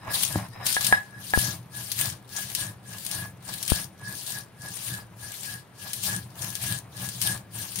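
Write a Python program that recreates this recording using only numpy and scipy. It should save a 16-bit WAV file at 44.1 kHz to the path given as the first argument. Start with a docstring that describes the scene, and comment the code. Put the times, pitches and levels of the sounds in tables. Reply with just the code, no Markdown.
"""A stone roller is pushed and pulled over a pitted stone slab in a kitchen, crushing dried fish and herbs.
Each stroke breaks countless fibres (tiny random clicks), rumbles the slab and rings the roller's bending note.
Early on the slab thuds once and stone knocks on stone; single bones and stalks snap throughout.
Two microphone ports listen close by: twice a flying crumb pops on the left one. Quiet room air lies beneath.
"""
import sys
import numpy as np
from scipy import signal
from scipy.fft import rfft, irfft
from scipy.io import wavfile
from scipy.ndimage import uniform_filter1d

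SR = 44100
rng = np.random.default_rng(int(sys.argv[2]) if len(sys.argv) > 2 else 0)


def write(x):
    x = np.atleast_2d(x).T
    wavfile.write(sys.argv[1], SR, np.round(np.clip(x, -1, 1) * 32767).astype(np.int16))


N = 343980  # length in samples, 7.8 s

# strokes, a push away and a pull back in turn, each lasting until the next:
# (start time [s], crushing level [dB], slab rumble level [dB], roller ring level [dB])
STROKES = [(-0.049, -52.5, -44.5, -46), (0.247, -35, -34.0, -44), (0.493, -52.5, -44.5, -52),
           (0.777, -28, -39.5, -44), (1.042, -68, -48.0, -51), (1.29, -26.5, -36, -45.5),
           (1.661, -35.5, -44.0, -46), (1.904, -29.0, -39, -43.5), (2.235, -31, -47.5, -44.5),
           (2.525, -31, -38.5, -41.5), (2.78, -40.5, -47.5, -49.0), (3.051, -32.0, -39.5, -43),
           (3.373, -34.5, -43.5, -47.0), (3.632, -27.0, -41.0, -41.5), (3.934, -41.5, -41.0, -43.5),
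           (4.216, -32.5, -46, -45.0), (4.513, -42.0, -44.5, -47), (4.783, -33.5, -40.5, -43),
           (5.11, -38.5, -47.5, -49.0), (5.37, -35.5, -48, -44.5), (5.694, -37.5, -49, -51),
           (5.988, -28.5, -36.5, -40.0), (6.284, -34.0, -42, -51), (6.572, -27.5, -37.5, -41.5),
           (6.866, -34, -40, -46.5), (7.161, -27.0, -37, -38), (7.465, -32, -42, -52),
           (7.719, -33, -40, -48.0)]
# tone of breaking food: (frequency [Hz], gain [dB])
CRUSH_COLOUR = [(500, -41), (1200, -17), (2100, -10), (3000, -2.5), (4600, 0), (7000, -0.5), (10500, -1),
                (15500, -9)]


def undb(db):
    """Turn decibels into a gain."""
    return 10 ** (np.asarray(db) / 20)


def unit(x):
    """Scale to an rms (average strength) of 1."""
    return x / np.sqrt(np.mean(x ** 2))


def together(*gains):
    """Unrelated sounds add in power, not in amplitude."""
    return np.sqrt(sum(g ** 2 for g in gains))


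def convolve(x, response):
    """Pass a sound through an impulse response, channel by channel."""
    return signal.fftconvolve(np.atleast_2d(x), np.atleast_2d(response), axes=1)[:, :N]


def colour(x, points, size=4096):
    """Filter through (frequency [Hz], gain [dB]) points, with no sound ahead of its cause."""
    hz, db = np.transpose(points)
    f = np.maximum(np.fft.rfftfreq(size, 1 / SR), 1)
    gain_db = np.interp(np.log(f), np.log(hz), db)
    # folding the cepstrum (spectrum of the log gain) makes the response start at once
    cepstrum = irfft(np.log(undb(gain_db)))
    cepstrum[1:size // 2] *= 2
    cepstrum[size // 2 + 1:] = 0
    return convolve(x, irfft(np.exp(rfft(cepstrum))))


def fade(t60, length):
    """A decay lasting length seconds that falls 60 dB every t60 seconds."""
    return 1000. ** (-np.arange(int(length * SR)) / SR / t60)


def ring(modes, turn=0):
    """Fading notes after one blow, with peak 1; turn shifts their phase [radians]."""
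    t = np.arange(SR // 2) / SR
    y = sum(undb(db) * np.sin(2 * np.pi * hz * t + turn) * fade(t60, .5) for hz, db, t60 in modes)
    return y / np.abs(y).max()


def blows(table):
    """One impulse for each (time [s], level [dB]) row."""
    x = np.zeros(N)
    for s, db in table:
        x[int(s * SR)] += undb(db)
    return x


def walk(rate):
    """A smooth random curve with rms 1, heading for a new value rate times a second."""
    k = max(int(SR / rate), 2)
    steps = np.repeat(rng.standard_normal(N // k + 1), k)
    return unit(uniform_filter1d(steps, k)[:N])


def grains(rate, spread_db, cap=4):
    """Random tiny impacts, about rate a second, a few much larger than the rest."""
    size = undb(spread_db * np.minimum(rng.exponential(size=N), cap))
    happens = rng.random(N) < rate / SR
    return unit(happens * size * rng.choice([-1, 1], N))


def spread(a, b, side):
    """Two unrelated sounds as the middle and side of a stereo pair."""
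    return unit(a + side * b * np.array([[1], [-1]]))


def splinter(x, t60):
    """Each impact trails off as a tiny burst of fresh noise, different at each port."""
    tail = fade(t60, .1) ** 2
    power = np.abs(convolve(x ** 2, tail / tail.sum()))
    return np.sqrt(power) * rng.standard_normal((2, N))


def ports(x, right_db, delay=5):
    """The left port is nearer: the right one hears a few samples later and weaker."""
    return np.array([x, undb(right_db) * np.roll(x, delay)])


def patchy(x, depth_db, rate, count=18):
    """Overlapping frequency bands, wider towards the treble, swell and sink each on its own."""
    place = np.sqrt(np.linspace(0, 1, N // 2 + 1)) * (count - 1)
    spectrum = rfft(x)
    total = 0
    for k in range(count):
        band = irfft(spectrum * np.maximum(1 - np.abs(place - k), 0), N)
        total = total + band * undb(depth_db * walk(rate))
    return total


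def stroke_phase():
    """Strokes done so far, at every sample: even ones are pushes, odd ones pulls."""
    starts = np.array(STROKES)[:, 0]
    turns = np.append(starts, starts[-1] + np.diff(starts).mean())
    return np.interp(np.arange(N) / SR, turns, np.arange(len(turns)))


def arch(phase, push_peak, pull_peak):
    """Rise from 0 at one turn to 1 at the given share of the stroke, and sink to 0 at the next turn."""
    done = phase % 1
    peak = np.clip(np.where(phase % 2 < 1, push_peak, pull_peak), .05, .95)
    return np.sin(np.pi / 2 * np.minimum(done / peak, (1 - done) / (1 - peak)))


def air():
    """The quiet air of the kitchen is steady soft noise."""
    # tone of the air: (frequency [Hz], gain [dB])
    air_colour = [(35, -15.5), (120, 4), (300, 0.5), (800, -3.5), (4000, -16), (15000, -41)]
    noise = spread(*rng.standard_normal((2, N)), side=0.46)
    return undb(-54.0) * unit(colour(noise, air_colour))


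def collapses():
    """A whole piece gives way quickly and crumbles out: a swift rise and a slower fall in crushing."""
    # pieces collapsing under the roller: (peak time [s], time to fall to 1/e [s], level [dB])
    pieces = [(.116, .026, -31), (.141, 0.096, -23), (0.23, 0.023, -20.5), (.663, 0.11, -23.5),
              (.848, 0.023, -23.5), (1.45, 0.045, -30), (1.997, 0.042, -24), (6.036, 0.07, -26)]
    rise = 0.0091  # s, to grow by a factor e
    t = np.arange(N) / SR
    return together(*[undb(db) * np.exp(np.minimum((t - s) / rise, (s - t) / fall)) for s, fall, db in pieces])


def grinding():
    """The roller's motion sets pressure on the food, weight on the slab, stone contact and dry scraping."""
    phase = stroke_phase()
    levels = undb(np.array(STROKES)[:, 1:])
    crush_gain, rumble_gain, ring_gain = levels[phase.astype(int)].T
    # shares of a stroke at which the roller is fastest, and at which it bites hardest into the food
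    speed = arch(phase, push_peak=0.59, pull_peak=0.45)
    bite = arch(phase, push_peak=0.61, pull_peak=.26)
    reach = (1 - np.cos(np.pi * phase)) / 2  # 0 at the near edge, 1 in the heap of food

    # at the far turn the roller leans into the heap, which goes on crackling and keeps it ringing
    heap_crush, heap_ring = undb(-37) * reach ** 4.1, undb(-60) * reach
    rest_crush, rest_ring = undb(-64), undb(-74)
    pressure = together(crush_gain * bite ** 3.28, heap_crush, collapses(), rest_crush)
    contact = together(ring_gain * speed ** 4.43, heap_ring, rest_ring)

    # the slab keeps trembling between strokes, 8.5 dB below their rumble levels
    tremble = undb(-8.5) * np.interp(phase, np.arange(len(levels)) + .5, levels[:, 1])
    weight = together(rumble_gain * speed ** 2.3, tremble)

    # bare stone scrapes until the paste spreads over it
    paste_start, paste_db_per_s = 0.96, 110  # s, dB/s
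    paste_age = np.maximum(np.arange(N) / SR - paste_start, 0)
    dry = speed ** 1.7 * undb(-43 - paste_db_per_s * paste_age)
    return pressure, weight, contact, dry


def crushing(pressure):
    """Fibres break as a fine wet rasp with crackles in it; hard pressing breaks coarser pieces."""
    cracks = grains(320, spread_db=5.5)
    rasp = np.array([grains(11000, spread_db=2.0) for _ in range(2)])
    ticks = undb(-8.5) * ports(cracks, right_db=-12)
    bursts = undb(-5) * splinter(cracks, t60=0.031)
    # every crumbling piece has its own size, so its own colour
    breaks = patchy(rasp + ticks + bursts, depth_db=3, rate=50)
    breaks = breaks * undb(0.45 * walk(60) + 0.43 * walk(240))
    coarse = colour(breaks, [(2800, -5.5), (6000, -10.0), (12000, -23)])
    food = breaks + undb(-15.5) * unit(pressure) * coarse
    return undb(0.6) * pressure * unit(colour(food, CRUSH_COLOUR))


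def rumble(weight):
    """The pits in the stone shake the slab in lumps: low-toned random bumps."""
    # tone of the shaken slab: (frequency [Hz], gain [dB])
    rumble_colour = [(25, -51), (55, -17.5), (80, -9), (120, 5.5), (148, -6), (190, -1.5), (235, -21),
                     (330, -17), (480, -39.5), (1000, -46.5)]
    bumps = [colour(grains(600, spread_db=3.15), rumble_colour) for _ in range(2)]
    return undb(1.7) * weight * spread(*bumps, side=0.049)


def scrape(weight, contact, pressure, dry):
    """Grit drags between the faces, more with weight, stone contact and crushing."""
    # tone of dragged grit: (frequency [Hz], gain [dB])
    scrape_colour = [(200, -1), (450, -5), (620, 5), (800, 5), (1100, 3.5), (1450, -3), (1800, -4.5),
                     (2500, -4.5), (5000, -28)]
    drag = together(undb(-11) * weight, undb(-9) * contact, undb(-22) * pressure, dry)
    grit = [colour(grains(1500, spread_db=2.5), scrape_colour) for _ in range(2)]
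    return drag * spread(*grit, side=0.45) * undb(3.45 * walk(40))


def song(contact):
    """Rubbing keeps the roller's bending note sounding unevenly; it swells and fades with the stone contact."""
    bending = ring([(1675.0, 7, .12), (1746, -9.5, 0.062)])  # (frequency [Hz], level [dB], 60 dB decay [s])
    rubbed = [convolve(grains(1100, spread_db=4.0), bending) for _ in range(2)]
    return undb(3.5) * contact * spread(*rubbed, side=1.0) * undb(2.0 * walk(32))


def chatter(contact, dry):
    """Hard grit on bare stone also wakes the roller's higher modes, in brief squeaks."""
    # (frequency [Hz], level [dB], 60 dB decay [s])
    modes = ring([(1810, 0.5, 0.029), (3890, -3.5, 0.03), (5100, -3.5, 0.051)])
    ringing = unit(np.vstack([convolve(grains(1500, spread_db=6.6), modes) for _ in range(2)]))
    bursts = undb(4 * walk(22))
    return (undb(-3.5) * dry + undb(-10) * contact) * ringing * bursts


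def thuds():
    """The heavy slab tips and lands on its cloth, sounding its low, short notes."""
    # the slab rocks: (time [s], level [dB])
    landings = [(0.358, -10)]
    # notes of the slab: (frequency [Hz], level [dB], 60 dB decay [s])
    slab_modes = [(110.4, -14, 0.13), (178, 8.5, 0.023), (305, -4.5, 0.048), (580, -3.5, 0.015),
                  (790, -1.5, 0.01)]
    thud = convolve(blows(landings), ring(slab_modes))[0]
    return colour(ports(thud, right_db=-1.0), [(35, -37), (85, 2.5), (3000, 3.5)])


def snaps():
    """A bone or stalk gives way with a sharp tick and a short splintering."""
    # single pieces snapping: (time [s], level [dB])
    breakages = [(0.6658, 0), (0.7265, -2.5), (0.8095, -4.5), (0.8465, -2), (0.867, 2), (1.9171, -2.5),
                 (1.99, -7), (2.5503, -1.5), (3.0648, -8.5), (3.1133, -8), (3.6283, -7), (3.679, -5),
                 (3.701, -0.5), (4.2655, -15.5), (4.867, -24), (5.3205, -25), (5.9328, -5.5), (6.5535, -7),
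                 (7.089, -10), (7.216, -2), (7.7587, -8)]
    ticks = blows(breakages)
    sharp = undb(6.0) * ports(ticks, right_db=-5)
    return colour(sharp + undb(8.5) * splinter(ticks, t60=0.057), CRUSH_COLOUR)


def knocks():
    """Stone on stone clinks freely for a moment, then the roller settles and the ring is choked."""
    # the roller hits bare stone: (time [s], level [dB])
    hits = [(0.7666, -9.5), (0.9255, 1.5), (1.3367, -4)]
    # notes of roller on slab, before choking: (frequency [Hz], level [dB], 60 dB decay [s])
    stone_modes = [(808, -5, .03), (988, -5, .03), (1310, -7, .02), (1682, 0, .35), (1790, -10, .025)]
    free_time, choke_t60, left_db = .014, .022, -19  # s, s, dB at which the choking stops
    t = np.arange(SR // 2) / SR
    choke = np.maximum(1000. ** (-np.maximum(t - free_time, 0) / choke_t60), undb(left_db))
    # the bending roller reaches the two ports out of step
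    ringing = np.array([ring(stone_modes), ring(stone_modes, turn=-1.32)])
    clink = convolve(blows(hits), choke * ringing)
    crack = colour(splinter(blows(hits), t60=.025), [(200, -14), (800, 10), (2000, 8), (5000, -10)])
    return clink + crack


def crumbs():
    """A crumb on the port makes it swing and settle: a low pop on the left alone."""
    # crumbs striking the left port: (time [s], level [dB])
    strikes = [(1.3753, -1), (3.7199, 1)]
    # swings of the struck port: (frequency [Hz], level [dB], 60 dB decay [s])
    port_modes = [(68.5, -3, 0.056), (155, -7, 0.018), (520, -3, 0.0016)]
    swing = convolve(blows(strikes), ring(port_modes, turn=-np.pi / 2))
    pop = colour(swing, [(600, 0.5), (1500, -2), (4000, -54), (12000, -22)])
    return pop * np.array([[1], [0]])


def kitchen(x, t60, wet_db):
    """Hard walls add a short diffuse tail of fading noise with little bass."""
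    tail = rng.standard_normal((2, SR // 2)) * fade(t60, .5)
    tail[:, :SR // 200] = 0  # nothing returns in the first 5 ms
    tail /= np.sqrt(np.sum(tail ** 2, axis=1, keepdims=True))
    echo = colour(convolve(x, tail), [(100, -9), (700, 6.5), (3000, 9.5), (12000, 7)])
    return x + undb(wet_db) * echo


def scene():
    """Grinding, snaps, knocks and a thud in the kitchen, with crumb pops and quiet air."""
    pressure, weight, contact, dry = grinding()
    food = crushing(pressure) + snaps()
    stone = rumble(weight) + scrape(weight, contact, pressure, dry) + song(contact) + chatter(contact, dry)
    hits = kitchen(knocks() + thuds(), t60=0.27, wet_db=-16.5)
    return kitchen(food + stone, t60=0.16, wet_db=-18.5) + hits + crumbs() + air()


def record(dry):
    """The left port resonates in the treble where the right has a notch; high peaks clip and the top is cut."""
    # response of each microphone port: (frequency [Hz], gain [dB])
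    left_port = [(1500, 0), (4000, -1), (7000, 0), (8100, -1.5), (8900, 8), (10000, 3), (12000, 1.5),
                 (15000, 3.5)]
    right_port = [(100, -1.5), (1500, -0.5), (4300, -3), (6000, -9.5), (6800, -13.5), (7700, -23),
                  (8400, -91), (9300, -12), (11000, -4), (15000, -1)]
    top_hz = 15700
    heard = np.vstack([colour(dry[0], left_port), colour(dry[1], right_port)])
    clipped = np.clip(heard, -.85, .85)
    return signal.sosfilt(signal.ellip(10, .2, 80, top_hz, fs=SR, output="sos"), clipped)


dry = scene()
out = record(dry)
write(out)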